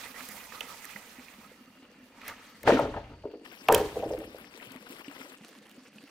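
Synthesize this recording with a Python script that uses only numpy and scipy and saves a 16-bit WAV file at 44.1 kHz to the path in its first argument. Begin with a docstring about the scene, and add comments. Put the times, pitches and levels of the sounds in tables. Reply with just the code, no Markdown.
"""A forest clearing, heard from three standpoints: hollow poles are dragged through dry leaves and dropped on a pile.
Knocks and rattling touches excite decaying tube and wall modes; noise bursts make snaps, low noise the soil.
Leaves are crackling clicks on hiss, and rubbed poles scrape through the resonances of their bark.
Water trickles nearby: clicks on hiss for splashes, ringing sines for bubbles and for low plops around 250 Hz.
Behind lie a dull tail from the tree trunks, low air noise and faint steady bands."""
import sys
import numpy as np
from scipy import signal
from scipy.io import wavfile
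from scipy.ndimage import uniform_filter1d

SR = 44100
rng = np.random.default_rng(int(sys.argv[2]) if len(sys.argv) > 2 else 0)


def wav_out(sig):
    """Save sig, one row per channel (or a flat mono array), as 16-bit PCM at SR to the path in sys.argv[1]."""
    wavfile.write(sys.argv[1], SR, np.round(np.clip(np.atleast_2d(sig).T, -1, 1) * 32767).astype(np.int16))


N = 269010
TIME = np.arange(N) / SR

# Knocks of pole on pole. Each row: time in seconds, relative level in dB, pitch struck best in Hz,
# hardness (extra level of the tube walls) in dB.
KNOCKS = [(0.609, -31, 1280, -14), (0.961, -39.5, 790, -12), (2.288, -40, 950, -14), (2.637, -35, 526, -9),
          (2.668, -17, 400, -16), (2.675, -8.5, 870, -4), (2.692, -8, 486, -27), (2.702, -12.5, 810, -5),
          (2.721, -10, 290, -4.5), (2.738, -11, 288, -17), (2.757, -20, 297, -15), (2.771, -18, 1410, -5),
          (2.79, -14, 755, -25), (2.809, -22, 587, -26), (2.849, -27.5, 465, -21), (2.879, -28.5, 294, -22),
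          (2.94, -24.5, 1080, -9), (2.964, -28, 805, -10), (2.974, -28, 790, -8), (3.111, -39, 194, -21),
          (3.237, -35, 510, -27), (3.252, -29, 425, -36), (3.336, -33, 420, -35), (3.411, -38, 266, -21),
          (3.686, -10, 820, -6), (3.69, -15, 497, -30), (3.699, -7.5, 816, -25), (3.721, -12, 530, -7.5),
          (3.738, -13, 590, -8), (3.757, -18, 550, -10), (3.8, -18, 432, -25), (3.825, -21.5, 413, -32.5),
          (3.957, -26, 563, -20), (3.968, -26, 511, -21), (3.991, -29, 556, -32), (4.024, -25, 700, -35),
          (4.033, -24, 650, -35), (4.054, -26, 400, -19), (4.104, -27, 587, -32), (4.113, -25.5, 494, -33),
          (4.134, -25, 497, -40), (4.179, -30, 450, -28), (4.215, -32, 500, -30), (4.273, -34.5, 279, -28),
          (4.344, -39, 514, -14)]
# Ringing modes of the hollow tubes. Each row: pitch in Hz, level in the bundle in dB, level in the dropped
# pole in dB, level as it rolls in dB, time for a knock to die 60 dB in seconds.
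TUBE_MODES = [(220, -6, -14, -5.5, 0.15), (254.4, 1, -9, -2, 0.099), (303.3, -5.5, -11.5, -8, 0.19),
              (327.4, -6, -5.5, 0.5, 0.11), (420.5, 0, 1, -2, 0.1), (461, 0.5, 1.5, -1, 0.11),
              (511.6, -3, -6.5, -0.5, 0.11), (553.5, 0.5, -2.5, -8, 0.067), (593.5, 0.5, -5, -1, 0.088),
              (674.5, 0.5, -3, -2.5, 0.073), (783, -2.5, -1, -0.5, 0.068), (871, -1.5, -3, -12, 0.067),
              (933.5, -1.5, 0, -10, 0.072), (993, -8.5, 0.5, -10, 0.061), (1077, -5.5, -1, -4, 0.034),
              (1254, -3, -4, -14, 0.043), (1382, -1, -6, -16.5, 0.042)]
# Ringing modes of the tube walls. Each row: pitch in Hz, relative level in dB, time to die 60 dB in seconds.
WALL_MODES = [(1570, 2, 0.039), (1695, -4.5, 0.058), (1840, -5, 0.065), (2020, -5.5, 0.033),
              (2295, -5, 0.019), (2670, -6, 0.017), (3180, -2, 0.018)]
# When the sounding poles change, in seconds: the bundle, then one pole dropped, then rolling.
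POLE_CHANGES_S = [3.445, 3.93]
# Poles land or roll and the pile rattles on. Each row: time in seconds, rattle level in dB,
# soil rumble level in dB, time for the rattle to die 60 dB in seconds.
LANDINGS = [(2.685, -30.5, -34, 0.27), (2.83, -39, -41, 0.59), (2.974, -38, -44, 0.15),
            (3.12, -46.5, -48, 0.2), (3.26, -69, -43.5, 0), (3.72, -28, -38, 0.55),
            (3.97, -38, -47.5, 0.33), (4.08, -45, -44, .5), (4.2, -43.5, -50, 0.16)]
# Snaps of bark, twigs and splashes. Each row: time in seconds, relative woody level in dB,
# woody centre in Hz, relative crack level in dB.
SNAPS = [(0.205, -34, 1920, -57), (0.288, -46, 4500, -32), (0.522, -37, 1400, -55),
         (0.607, -22.5, 2610, -32), (0.8446, -36, 1940, -40), (0.8528, -40, 1780, -31),
         (0.9602, -30.5, 1770, -58), (1.283, -39, 2200, -58), (2.215, -39, 2400, -52),
         (2.252, -37, 2050, -51), (2.264, -39, 2000, -55), (2.2805, -30, 1960, -28.5),
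         (2.2962, -31, 1920, -53), (2.6314, -38, 1930, -37), (2.6744, -18, 1600, -45),
         (2.7197, -22, 1820, -56), (2.796, -32, 2100, -39.5), (3.685, -11.5, 2680, -25),
         (3.7242, -20, 1700, -18), (3.7461, -13.5, 2920, -11), (3.7784, -32, 1800, -30),
         (4.1886, -49, 2290, -40.5), (4.443, -40, 1990, -57.5), (4.599, -40.5, 2020, -67),
         (4.719, -52, 4500, -44), (4.761, -43.5, 1800, -46), (5.044, -41.5, 2500, -61),
         (5.082, -39.5, 2500, -65), (5.713, -43.5, 2810, -47), (5.982, -39.5, 2490, -64)]
# The bundle dragged through dry leaves, slowing, then swung to the pile.
# Each row: time in seconds, level in dB, treble level in dB.
DRAG = [(0, -44, -42.5), (.9, -45, -45.5), (1.3, -49, -52), (1.7, -59, -61), (1.9, -60, -68),
        (2.1, -56, -60), (2.24, -44, -58), (2.6, -52, -55.5), (3.04, -49, -70), (3.43, -74, -74)]
# Feet and poles scuff the leaves. Each row: time in seconds, level in dB, treble level in dB,
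# time to rise 60 dB in seconds, time to die 60 dB in seconds.
SCUFFS = [(.04, -40, -47, 0.37, 0.29), (.2, -42, -43, 0.5, 0.91), (.32, -43.5, -35, 0.23, 0.65),
          (.55, -44.5, -49, 0.17, 0.77), (2.295, -33.5, -39, 0.18, 0.23), (2.46, -50, -56, 0.57, 0.19),
          (2.679, -17, -35.5, 0.062, 0.29), (2.74, -27.5, -46, 0.17, 0.69), (2.97, -45, -72, 0.67, .3),
          (3.73, -27.5, -33, 0.13, 0.65), (3.79, -34, -37, 0.25, 0.32), (3.96, -45, -47, 0.41, 0.62)]
# Colour of the leaves. Each row: pitch in Hz, relative level in dB.
LITTER_COLOUR = [(180, -41), (300, -29), (511, -0.5), (689, -7.5), (1210, -3.5), (7690, -10), (13500, -14),
                 (16000, -9.5)]
# Where feet and poles are. Each row: time in seconds, left over right level in dB.
LITTER_PAN = [(0, -10.5), (1.6, -9), (2.7, 1.5), (3.4, -3.5), (4.0, -1), (5.1, 17), (5.4, -2)]
# Bark resonances of rubbed poles. Each row: centre in Hz, width in Hz, relative level in dB.
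BARK = [(937, 110, -5.5), (1270, 97, -3.5), (1980, 300, -2.3), (2440, 170, -4.5)]
# The three standpoints. Each row: relative trickle level in dB, splash brightness at 10 kHz in dB,
# small plop level in dB, water pan (left over right) in dB, left lead in samples, shimmer level in dB,
# change of the splashes above 11 kHz in dB, pile pan in dB.
STANDPOINTS = [(-63.5, -6.5, -59.5, 1.5, 1.8, -90, -1, 3), (-51, 0.5, -59.5, 11, 9.44, -70, 0.2, 0.5),
               (-56.5, 2.5, -59, -2.5, 0.66, -81, -7, 0)]
# When the listener changes standpoint, in seconds.
MOVES_S = [3.445, 5.365]
# Colour of the splashes. Each row: pitch in Hz, relative level in dB.
WATER_COLOUR = [(180, -30), (300, -6.5), (574, -9.5), (725, -16.5), (2170, -15.5), (2880, -15),
                (5160, -21.5), (7200, -24), (13300, -29), (16000, -27)]
# Small bubbles by pitch. Each row: pitch in Hz, relative level in dB.
BUBBLES = [(600, -8.5), (1250, -2.5), (2200, 4.5), (2900, 3.5), (3500, -0.5)]
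# The clearest plops. Each row: time in seconds, level in dB, pitch in Hz.
PLOPS = [(0.953, -41.5, 205), (1.185, -41.5, 255), (1.516, -43.5, 500), (1.826, -45.5, 268),
         (3.617, -43, 263), (4.669, -48, 121), (4.708, -42.5, 263), (4.756, -38, 252), (4.902, -39, 263),
         (5.08, -33.5, 284), (5.206, -39.5, 262), (5.262, -43, 553), (5.412, -43.5, 227), (5.956, -44, 213),
         (6.035, -43, 285)]
# Small plops. Each row: pitch in Hz, relative level in dB.
PLOP_PITCHES = [(175, -10.5), (215, 0.5), (255, 3.5), (290, -5.5), (350, -26), (490, -1), (570, -6)]
# Lower and upper edge in Hz of the soft treble shimmer of the water.
SHIMMER_HZ = [4620, 5820]
# Colour of the forest air. Each row: pitch in Hz, relative level in dB.
AIR_COLOUR = [(15, -54), (25, -27), (97, -28), (246, 2), (358, -14), (537, -7), (700, -26), (910, -48)]
# Faint steady bands, perhaps insects. Each row: centre in Hz, width in Hz, level in dB.
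HUM = [(1766, 60, -78), (2780, 37, -73), (4560, 250, -74.5)]

AWAY_DB_PER_OCTAVE, BLOW_LUCK_DB = 13, 3   # loss of modes away from the struck pitch; chance in each blow
ROLL_S = 0.004973   # a round pole rolls into contact: its tube modes start within this time
LANDING_RISE_S, RUMBLE_LASTS = 0.12, 1.58   # time to rise 60 dB; the soil dies this many times slower
SCRAPE_DB, SCRAPE_UNEVEN_DB, SCRAPE_ENDS_S = -15, 4.5, 2.6   # level against the leaves, flicker, end
LAG_BELOW_HZ = 6360   # splashes above this reach both ports in step
AIR_DB = -70.5
ECHO_DB, ECHO_T60_S, ECHO_CUT_HZ = -20.5, 0.42, 1400
MONO_BELOW_HZ, CUTOFF_HZ = 500, 16800
OPPOSITE = [[1], [-1]]   # opposite signs in the two ears sound wide


def knocks():
    """Each knock strikes the tube modes near its pitch most; hard ones also ring the tube walls."""
    s, peak_db, best_hz, hard_db = np.transpose(KNOCKS)
    at = (s * SR).astype(int)
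    pole = np.searchsorted(POLE_CHANGES_S, s)
    out = np.zeros(N)
    for modes, blow_db in ((TUBE_MODES, peak_db - 6.5), (WALL_MODES, peak_db + hard_db - 11.5)):
        luck = rng.normal(0, 1, (len(at), len(modes)))
        late = (rng.random(luck.shape) ** 2 * ROLL_S * SR * (modes is TUBE_MODES)).astype(int)
        for k, (hz, *level_db, t60) in enumerate(modes):
            if modes is TUBE_MODES:
                octaves_away = np.abs(np.log2(hz / best_hz))
                level_db = np.array(level_db)[pole] - AWAY_DB_PER_OCTAVE * octaves_away
            strength_db = blow_db + level_db + BLOW_LUCK_DB * luck[:, k]
            clicks = np.zeros(N)
            clicks[at + late[:, k]] = from_db(strength_db) * np.sign(np.cos(k))   # modes differ in sign
            out += ring(clicks, hz, t60)
    # thin round poles meet softly
    return signal.sosfilt(signal.butter(2, [190, 3500], "band", fs=SR, output="sos"), out)


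def rattle():
    """Many small touches run through the pile and ring the same tubes; the soil rumbles."""
    s, level_db, rumble_db, die_s = np.transpose(LANDINGS)
    touches = [grains(260, spread_db=4.0) for _ in range(3)]
    pole = np.searchsorted(POLE_CHANGES_S, TIME)
    tubes = np.zeros(N)
    for k, (hz, *db, t60) in enumerate(TUBE_MODES):
        tubes += ring(from_db(db)[pole] * touches[k % 3], hz, 0.84 * t60)   # touching poles damp each ring
    for k, (hz, db, t60) in enumerate(WALL_MODES):
        tubes += from_db(db - 11) * ring(touches[k % 3], hz, t60)
    rumble = swells(s, rumble_db, LANDING_RISE_S, RUMBLE_LASTS * die_s)
    return swells(s, level_db, LANDING_RISE_S, die_s) * rms_one(tubes) + rumble * soil()


def snaps():
    """Short noise bursts: a woody band round the centre and a bright crack with a sharper start."""
    out, t = np.zeros(N), TIME[:3000]
    bursts = rng.standard_normal((len(SNAPS), 2, len(t)))
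    bright = signal.butter(2, 5500, "high", fs=SR, output="sos")
    decay = from_db(-60 * t / 0.017)
    for (s, woody_db, hz, crack_db), (low, high) in zip(SNAPS, bursts):
        band = signal.butter(2, [hz / 1.2, hz * 1.2], "band", fs=SR, output="sos")
        woody = signal.sosfilt(band, (0.91 + low) * decay * np.minimum(t / 0.00093, 1))
        crack = signal.sosfilt(bright, high * decay)
        snap = from_db(woody_db - 1.5) * woody / np.abs(woody).max()
        snap += from_db(crack_db + 3.0) * crack / np.abs(crack).max()
        out[int(s * SR):][:len(t)] += snap
    return place(out, np.interp(TIME, *np.transpose(LITTER_PAN)))


def litter():
    """Dry leaves: dense crackle on hiss, partly spread wide across the ground; the drag also rumbles in the soil."""
    s, level_db, treble_db, rise_s, die_s = np.transpose(SCUFFS)
    drag_level, drag_treble = in_time(DRAG)
    level = np.hypot(drag_level, swells(s, level_db, rise_s, die_s))
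    treble = np.hypot(drag_treble, swells(s, treble_db, rise_s, die_s))
    # two sources, each with a near and a wide layer
    leaves = [[rng.standard_normal(N) + 0.56 * grains(1800, spread_db=3.5) for layer in range(2)]
              for _ in range(2)]
    bright_db = 20 * np.log10(treble / level)
    near, wide = bank(np.array(leaves), LITTER_COLOUR, bright_db, patchy_db=1.5) * level
    rumble = from_db(-50.5 + 2.3 * drift(7.1)) * np.sqrt(level) * soil()
    placed = place(near + scrape(level), np.interp(TIME, *np.transpose(LITTER_PAN)))
    return placed + 0.78 * wide * OPPOSITE + rumble


def scrape(level):
    """Poles rub as they move: uneven slips excite the bark's resonances, each catching in its own time."""
    slips = [rng.standard_normal(N) + grains(800, spread_db=3.0) for _ in range(2)]
    rings = np.zeros(N)
    for k, (hz, width, db) in enumerate(BARK):
        resonance = rms_one(ring(slips[k % 2], hz, width_to_t60(width)))
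        rings += from_db(db + SCRAPE_UNEVEN_DB * drift(14.0)) * resonance
    return from_db(SCRAPE_DB) * level * (TIME < SCRAPE_ENDS_S) * rings


def soil():
    """Low rumble of the ground: band-limited noise; rms 1."""
    band = signal.butter(3, [38, 130], "band", fs=SR, output="sos")
    return rms_one(signal.sosfilt(band, rng.standard_normal(N)))


def water(trickle_db, bright_db, plops_db, pan_db, lag_samples, shimmer_db, top_db):
    """Splashes, small ringing bubbles and a soft shimmer from one side; plops sit in the middle."""
    near, wide = splashes(bright_db, top_db) * from_db(trickle_db + 12)
    low = signal.sosfiltfilt(signal.butter(2, LAG_BELOW_HZ, fs=SR, output="sos"), near)
    shimmer = signal.sosfilt(signal.butter(3, SHIMMER_HZ, "band", fs=SR, output="sos"), rng.standard_normal(N))
    shimmer = from_db(shimmer_db + 4.8 * drift(25.0)) * rms_one(shimmer)
    small_bubbles = from_db(trickle_db - 4.0) * bubbles()
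    lagged = place(low + small_bubbles + shimmer, pan_db, lag_samples=lag_samples)
    in_step = place(near - low, 0.23 * pan_db)
    return lagged + in_step + 0.66 * wide * OPPOSITE + plops(plops_db)


def splashes(bright_db, top_db):
    """Clicks of breaking water on hiss, in a near and a wide layer."""
    ticks = grains(300, spread_db=6.0)   # the biggest splashes sound in every band at once
    sources = [[rng.standard_normal(N) + 0.83 * grains(480, spread_db=5.0) + share * ticks
                for share in (1.05, 0.5)] for _ in range(2)]
    layers = bank(np.array(sources), WATER_COLOUR, bright_db, patchy_db=2.5)
    top = signal.butter(4, 11000, "high", fs=SR, output="sos")
    return layers + (from_db(top_db) - 1) * signal.sosfiltfilt(top, layers)


def bubbles():
    """Small bubbles ring as decaying sines, falling 60 dB in 24 cycles; rms 1."""
    gush = from_db(5.0 * drift(30.0))   # bubbles come in short bunches
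    births = [grains(160, spread_db=3.5) for _ in range(4)]
    out = np.zeros(N)
    for k, hz in enumerate(np.geomspace(BUBBLES[0][0], BUBBLES[-1][0], num=20)):
        level = from_db(np.interp(hz, *np.transpose(BUBBLES)))
        out += level * ring(gush * np.roll(births[k % 4], 9000 * k), hz, 24.0 / hz)
    return rms_one(out)


def plops(small_db):
    """Big bubbles ring as low sines, falling 60 dB in about 26 cycles: many small ones and the clearest."""
    small = sum(from_db(db) * ring(grains(30, spread_db=3.0), hz, 25.5 / hz) for hz, db in PLOP_PITCHES)
    out = from_db(small_db) * rms_one(small)
    for s, peak_db, hz in PLOPS:
        start = int(s * SR)
        t = TIME[:6000][:N - start]
        out[start:][:len(t)] += from_db(peak_db - 60 * t * hz / 26.0) * np.sin(2 * np.pi * hz * t)
    # small bodies radiate no deep bass
    return signal.sosfilt(signal.butter(3, 130, "high", fs=SR, output="sos"), out)


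def trunks(x):
    """Tree trunks scatter the blows into a dull tail of decaying noise, partly different in each ear."""
    t = TIME[:SR // 2]
    tail = rng.standard_normal((2, len(t))) * from_db(-60 * t / ECHO_T60_S) * np.minimum(t / 0.012, 1)
    tail = signal.sosfilt(signal.butter(1, ECHO_CUT_HZ, fs=SR, output="sos"), tail)
    tail = (tail + 1.82 * tail[::-1]) / np.sqrt(np.sum(tail ** 2))
    return from_db(ECHO_DB) * signal.fftconvolve(x, tail, axes=1)[:, :N]


def forest():
    """Low air noise and faint steady bands of resonant noise."""
    air = from_db(AIR_DB) * rms_one(bank(rng.standard_normal((2, N)), AIR_COLOUR, 0, patchy_db=1.5))
    out = np.array([air, air])
    for hz, width, db in HUM:
        band = ring(rng.standard_normal((2, N)), hz, width_to_t60(width))
        out += from_db(db + 3.6 * drift(2.7)) * rms_one(band)
    return out


def standpoint():
    """The columns of the standpoint table, held in time and smoothed over 600 samples at each move."""
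    held = np.array(STANDPOINTS)[np.searchsorted(MOVES_S, TIME)].T
    return uniform_filter1d(held, size=600, axis=1)


def place(x, pan_db, lag_samples=0):
    """Level and arrival differ between the ports: positive pan is louder left, positive lag earlier left."""
    lag = lag_samples / SR / 2
    return np.array([from_db(side * pan_db / 2) * np.interp(TIME + side * lag, TIME, x) for side in (1, -1)])


def bank(sources, spectrum, bright_db, patchy_db):
    """Half-octave bands dealt in turn from the sources, each with its level, tilt and flicker."""
    out, together, edges = 0, drift(10.0), 25 * 2 ** np.arange(0, 9.6, .5)
    hz_points, db_points = np.transpose(spectrum)
    for k, (low, high) in enumerate(zip(edges, edges[1:])):
        hz = np.sqrt(low * high)
        if hz_points[0] < hz < 1.2 * hz_points[-1]:
            sos = signal.butter(2, [low, high], "band", fs=SR, output="sos")
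            band = signal.sosfilt(sos, sources[k % len(sources)])
            tilt = np.clip(np.log(hz / 3000) / np.log(10000 / 3000), 0, 1.2)   # 0 up to 3 kHz, 1 at 10 kHz
            level_db = np.interp(np.log(hz), np.log(hz_points), db_points)
            flicker_db = patchy_db * (together + 1.17 * drift(32.0))
            out = out + band * from_db(level_db + flicker_db + bright_db * tilt)
    return out


def ring(clicks, hz, t60):
    """A two-pole resonator: a unit click sets off a sine of height 1 that dies 60 dB in t60 seconds."""
    r, w = from_db(-60 / (t60 * SR)), 2 * np.pi * hz / SR
    return signal.lfilter([0, np.sin(w)], [1, -2 * r * np.cos(w), r * r], clicks + 1e-18)


def width_to_t60(width_hz):
    """A narrower resonance rings longer: its time to die 60 dB in seconds."""
    return np.log(1000) / (np.pi * width_hz)


def grains(per_s, spread_db):
    """Random clicks of uneven size and sign; rms 1."""
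    sizes = from_db(spread_db * np.minimum(rng.exponential(1, N), 5)) * rng.choice([-1, 1], N)
    return rms_one(sizes * (rng.random(N) < per_s / SR))


def drift(rate_hz):
    """Slow chance: noise at every 40th sample through a double one-pole low-pass; rms 1 before interpolation."""
    r = np.exp(-80 * np.pi * rate_hz / SR)
    slow = signal.lfilter([1], [1, -2 * r, r * r], rng.standard_normal(N // 40 + 2002))[2000:]
    return np.interp(np.arange(N) / 40, np.arange(len(slow)), rms_one(slow))


def swells(s, peak_db, rise_s, die_s):
    """Gain of overlapping swells, each rising and dying exponentially; powers add."""
    coarse = TIME[::50]
    after = coarse[:, None] - s
    level_db = peak_db - 60 * np.where(after < 0, -after / rise_s, after / die_s)
    power = np.sum(from_db(2 * level_db), axis=1)
    return np.interp(TIME, coarse, np.sqrt(power + 1e-24))


def in_time(rows):
    """Columns of a curve as gains, silent after its last point."""
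    s, *columns = np.transpose(rows)
    return [from_db(np.interp(TIME, s, c, right=-200)) for c in columns]


def from_db(db):
    """Decibels to gain."""
    return 10 ** (np.asarray(db) / 20)


def rms_one(x):
    """Scale to rms 1."""
    return x / np.sqrt(np.mean(x ** 2) + 1e-20)


def scene():
    """All sources together; the trunks answer the blows alone."""
    *water_controls, pile_pan_db = standpoint()
    blows = place(knocks() + rattle(), pile_pan_db, lag_samples=1.7 * pile_pan_db) + snaps()
    return blows + trunks(blows) + litter() + water(*water_controls) + forest()


def record(dry):
    """Two close ports differ little in the bass; the top is cut."""
    mid, side = (dry[0] + dry[1]) / 2, (dry[0] - dry[1]) / 2
    side = signal.sosfiltfilt(signal.butter(1, MONO_BELOW_HZ, "high", fs=SR, output="sos"), side)
    return signal.sosfilt(signal.cheby2(12, 70, CUTOFF_HZ, fs=SR, output="sos"), [mid + side, mid - side])


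dry = scene()
out = record(dry)
wav_out(out)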